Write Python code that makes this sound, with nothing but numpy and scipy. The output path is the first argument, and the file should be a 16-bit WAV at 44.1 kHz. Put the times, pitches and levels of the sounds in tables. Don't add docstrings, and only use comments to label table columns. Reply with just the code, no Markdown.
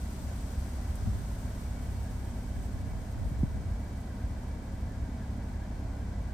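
import sys
import numpy as np
from scipy import signal
from scipy.fft import rfft, irfft, next_fast_len
from scipy.io import wavfile

SR = 44100
rng = np.random.default_rng(int(sys.argv[2]) if len(sys.argv) > 2 else 0)


def file_out(sig):
    cols = np.atleast_2d(sig).T
    lim = np.clip(cols, -1, 1)
    pcm = np.round(lim * 32767).astype(np.int16)
    wavfile.write(sys.argv[1], SR, pcm)


N = 279153
TIME_S = np.arange(N) / SR
CYLINDERS = 6


def from_db(db):
    return 10 ** (np.asarray(db) / 20)


def rms_one(x):
    return x / np.sqrt(np.mean(x ** 2) + 1e-20)


def at_hz(points, hz):
    knots_hz, values = np.transpose(points)
    return np.interp(np.log(hz), np.log(knots_hz), values)


def drift(rate_hz):
    hop, warmup = 40, 2000
    pole = np.exp(-2 * np.pi * rate_hz * hop / SR)
    white = rng.standard_normal(N // hop + warmup + 2)
    slow = signal.lfilter([1], [1, -2 * pole, pole * pole], white)[warmup:]
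    return np.interp(np.arange(N) / hop, np.arange(len(slow)), rms_one(slow))


def swell(peak_s, half_width_s):
    return np.exp(-((TIME_S - peak_s) / half_width_s) ** 2)


def butter(x, hz, kind, order=2):
    return signal.sosfilt(signal.butter(order, hz, kind, fs=SR, output="sos"), x)


def tone(hz):
    return np.sqrt(2) * np.sin(2 * np.pi * (np.cumsum(hz) / SR + rng.random()))


def noise(spectrum):
    size = next_fast_len(N)
    hz = np.maximum(np.fft.rfftfreq(size, 1 / SR), 1)
    skirts = (np.minimum(hz / spectrum[0][0], 1) * np.minimum(spectrum[-1][0] / hz, 1)) ** 4
    shaped = rfft(rng.standard_normal(size)) * from_db(at_hz(spectrum, hz)) * skirts
    return rms_one(irfft(shaped, size)[:N])


def wide_noise(spectrum):
    # frequency in Hz, left-right correlation.
    likeness = [(40, 0.95), (150, 0.97), (300, 0.98), (500, 0.73), (800, 0.41), (1200, 0.064), (1600, 0.39),
                (2200, 0.18), (2800, 0.077), (8000, 0.89)]
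    size = next_fast_len(N)
    alike = at_hz(likeness, np.maximum(np.fft.rfftfreq(size, 1 / SR), 1))
    mid = np.sqrt(1 + alike) * rfft(noise(spectrum), size)
    side = np.sqrt(1 - alike) * rfft(noise(spectrum), size)
    return rms_one(irfft([mid + side, mid - side], size)[:, :N])


def firing_hz():
    # time in seconds, firing rate in Hz.
    speed = [(0, 34.5), (.55, 34.35), (.9, 33.7), (1.6, 33.9), (2.3, 33.75), (3.2, 34.15), (3.7, 34.05),
             (4.3, 34.35), (5, 33.95), (5.6, 34.2), (6.3, 34.15)]
    return np.interp(TIME_S, *np.transpose(speed))


def throb(firings, depth, bank_depth):
    surges = 1 + depth * np.cos(2 * np.pi * firings)
    banks = 1 + bank_depth * np.cos(np.pi * firings)
    return rms_one(surges * banks)


def far_road(half_width_s, edge_ratio):
    # closest approach in seconds, rms level in dB, band centre in Hz.
    cars = [(1.0, -61, 1170), (6.3, -63, 710)]
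    out = 0
    for peak_s, db, hz in cars:
        tyres = butter(rng.standard_normal((2, N)), [hz / edge_ratio, hz * edge_ratio], "band")
        out += from_db(db) * swell(peak_s, half_width_s) * rms_one(tyres)
    return out


def dying_breeze(fall_db, calm_s):
    return from_db(fall_db * (swell(0, calm_s) - 1))


def twig(start_s, tail_s):
    age_s = TIME_S - start_s
    snap = from_db(-27) * rng.standard_normal(N) * (age_s >= 0) * np.exp(-np.abs(age_s) / tail_s)
    snap[round(start_s * SR)] += 1
    return from_db(-23.5) * butter(snap + 1e-18, [7600, 14000], "band")


def leaves(right_lead_s):
    # frequency in Hz, relative noise density in dB.
    verge_spectrum = [(1800, 3), (3000, -0.5), (4500, 2.5), (6000, 2.5), (7500, 1.5), (9500, -7.5),
                      (12000, -7), (15000, -22)]
    high_hiss_spectrum = [(3000, -3.5), (5000, -8), (7000, -2), (8200, 2), (9600, -2.5), (11000, -1.5),
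                          (12700, -12), (14500, -1), (15700, -5.5)]
    verge = np.array([noise(verge_spectrum), from_db(-5.5) * noise(verge_spectrum)])
    verge *= from_db(-56) * dying_breeze(fall_db=7, calm_s=2.9)
    hiss_gain = from_db(-59.5 + 1.5 * drift(30)) * dying_breeze(fall_db=12, calm_s=4.16)
    right = hiss_gain * noise(high_hiss_spectrum) + twig(start_s=0.956, tail_s=0.01)
    delay = np.exp(-2j * np.pi * np.fft.rfftfreq(N, 1 / SR) * right_lead_s)
    return verge + np.array([irfft(rfft(right) * delay, N), right])


def wind(low_hz, top_hz, shared_gain):
    # peak time in seconds, rms level in dB, half-width in seconds.
    gusts = [(0.26, -42, 0.052), (1.094, -35.5, 0.13), (1.95, -46, .4), (2.57, -42, 0.046),
             (2.847, -39, 0.16), (3.225, -35, 0.064), (3.497, -38, 0.2), (4.32, -47, .05),
             (5.004, -47, 0.035)]
    strength = sum(from_db(db) * swell(peak_s, half_width_s) for peak_s, db, half_width_s in gusts)
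    eddies = rng.standard_normal((3, N)) * from_db([-1.5 * drift(42) for _ in range(3)])
    eddies = butter(butter(eddies, top_hz, "low", order=3), low_hz, "high")
    return strength * rms_one(eddies[:2] + shared_gain * eddies[2])


def thud(start_s, attack_s):
    # frequency in Hz, level in dB, time to fall 60 dB in seconds.
    modes = [(93.6, -15, 0.12), (209.6, -25.5, 0.15)]
    age_s = np.maximum(TIME_S - start_s, 0)
    onset = 1 - np.exp(-(age_s / attack_s) ** 2)
    return onset * sum(from_db(db - 60 * age_s / t60_s) * np.sin(2 * np.pi * hz * age_s)
                       for hz, db, t60_s in modes)


def low_thumps():
    # peak time in seconds, peak level in dB, lower and upper cutoff in Hz.
    thumps = [(0.579, -23, 41.6, 104), (0.901, -25.5, 45, 124), (1.028, -35, 70, 125),
              (1.104, -29.5, 42, 119), (1.249, -28, 42, 111), (1.454, -24, 44, 100), (2.451, -28, 45, 111),
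              (3.265, -26, 42, 99), (3.321, -23.5, 65, 180), (3.413, -22.5, 46.5, 90),
              (3.436, -16.5, 105, 256), (3.671, -30, 55, 120), (3.72, -25, 45.3, 95),
              (4.246, -25, 45.3, 101), (4.315, -27, 50.4, 125), (4.88, -32, 55, 151),
              (5.024, -25.5, 45, 99)]
    out, click = np.zeros(N), signal.unit_impulse(SR // 5)
    for peak_s, db, low_hz, top_hz in thumps:
        bump = butter(click, top_hz, "low", order=4)
        bump = butter(bump, low_hz, "low", order=1)
        bump = butter(bump, low_hz, "high", order=5)
        envelope = np.abs(signal.hilbert(bump))
        start = round(peak_s * SR) - envelope.argmax()
        out[start:start + len(bump)] += from_db(db) * bump / envelope.max()
    return out


def bay_resonances():
    # centre in Hz, bandwidth in Hz, rms level in dB.
    resonances = [(634, 54, -67), (763.6, 28, -66.5), (921, 19, -69), (1490, 17, -73), (1986, 26, -72),
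                  (2210, 23, -87), (3143, 20, -81)]
    out = 0
    for hz, width_hz, db in resonances:
        ring = butter(rng.standard_normal(N), [hz - width_hz / 2, hz + width_hz / 2], "band", order=1)
        out += from_db(db) * rms_one(ring)
    return out


def pump(centre_hz, level_db):
    speed_ratio = firing_hz() / firing_hz().mean()
    wobble = 1 + 0.002025 * drift(2.47) + 0.00578 * drift(44.8)
    flutter_db = 3.5 * drift(28) + 1.5 * drift(2.8)
    return from_db(level_db + flutter_db) * tone(centre_hz * speed_ratio * wobble)


def belt(firings, centre_hz, rub_db, rise_db_per_s):
    # peak time in seconds, rms level in dB.
    chirps = [(1.475, -64), (2.486, -63), (2.562, -62), (2.87, -64), (3.349, -66), (3.871, -68),
              (4.11, -67), (4.951, -68), (5.064, -63), (5.222, -68), (5.628, -63), (6.015, -64)]
    pulse_db = 2.5 * np.cos(2 * np.pi * firings / CYLINDERS)
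    flutter_db = 3.5 * drift(17)
    rubbing = from_db(rub_db + rise_db_per_s * TIME_S + pulse_db + flutter_db)
    chirping = sum(from_db(db) * swell(peak_s, half_width_s=0.013) for peak_s, db in chirps)
    pitch_hz = centre_hz + 44.87 * drift(8) + 70 * drift(151)
    return (rubbing + chirping) * tone(pitch_hz)


def cooling_fan():
    # frequency in Hz, rms level in dB.
    tones = [(196.5, -53.5), (238.8, -54), (274.5, -63)]
    speed_ratio = 1 + 0.0011 * drift(1.0)
    return sum(from_db(db) * tone(hz * speed_ratio) for hz, db in tones)


def underbody_rush(firings, level_db):
    # frequency in Hz, relative noise density in dB.
    spectrum = [(200, -3.5), (340, -2.5), (450, -1.5), (650, 1.5), (850, -3.5), (1000, -3.5), (1250, -10),
                (1600, -9.5), (1850, -13), (2300, -15), (2800, -21), (4500, -23), (8000, -29.5)]
    return from_db(level_db) * wide_noise(spectrum) * throb(firings, depth=0.037, bank_depth=0.027)


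def exhaust_burble(firings, level_db, lag_firings):
    # frequency in Hz, relative noise density in dB.
    spectrum = [(25, -46), (40, -8), (55, 4), (80, 1), (105, -7), (135, -8.5), (165, -14.5), (215, -10.5),
                (292, -11.5), (325, -22), (380, -20.5), (450, -28.5)]
    surges = throb(firings - lag_firings, depth=0.28, bank_depth=0.2)
    return from_db(level_db) * wide_noise(spectrum) * surges


def exhaust_hum(firings, uneven_db):
    # multiple of the firing rate, rms level in dB.
    orders = [(1, -45), (1.5, -45), (2, -41.5), (3, -46), (3.5, -56.5), (4, -57), (5, -54.5), (6, -56.5),
              (7, -63), (7.5, -62.5)]
    out = 0
    for order, db in orders:
        lag_cycles = 0.13 * order ** 2 + order % 1 / 2
        amplitude = np.sqrt(2) * from_db(db + uneven_db * drift(2.3))
        out += amplitude * np.sin(2 * np.pi * (order * firings - lag_cycles))
    return out


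def scene():
    firings = np.cumsum(firing_hz()) / SR + 2 * rng.random()
    burble = exhaust_burble(firings, level_db=-40, lag_firings=0.65)
    rush = underbody_rush(firings, level_db=-51.5)
    exhaust = exhaust_hum(firings, uneven_db=1.0) + burble
    bay = cooling_fan() + pump(centre_hz=2270, level_db=-75.5) + bay_resonances()
    whirr = belt(firings, centre_hz=1618, rub_db=-72, rise_db_per_s=0.3)
    outdoors = leaves(right_lead_s=0.000355) + far_road(half_width_s=1.5, edge_ratio=1.31)
    gusts = wind(low_hz=41.5, top_hz=103, shared_gain=0.57)
    bumps = thud(start_s=1.066, attack_s=0.01) + low_thumps()
    return outdoors + gusts + bumps + bay + whirr + rush + exhaust


def record(dry):
    # gain in dB; left, then right.
    mic_db = [
        [-0.18],
        [0.3],
    ]
    heard = from_db(mic_db) * butter(dry, 26, "high", order=4)
    return signal.sosfilt(signal.cheby2(18, 60, 16200, fs=SR, output="sos"), heard)


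dry = scene()
out = record(dry)
file_out(out)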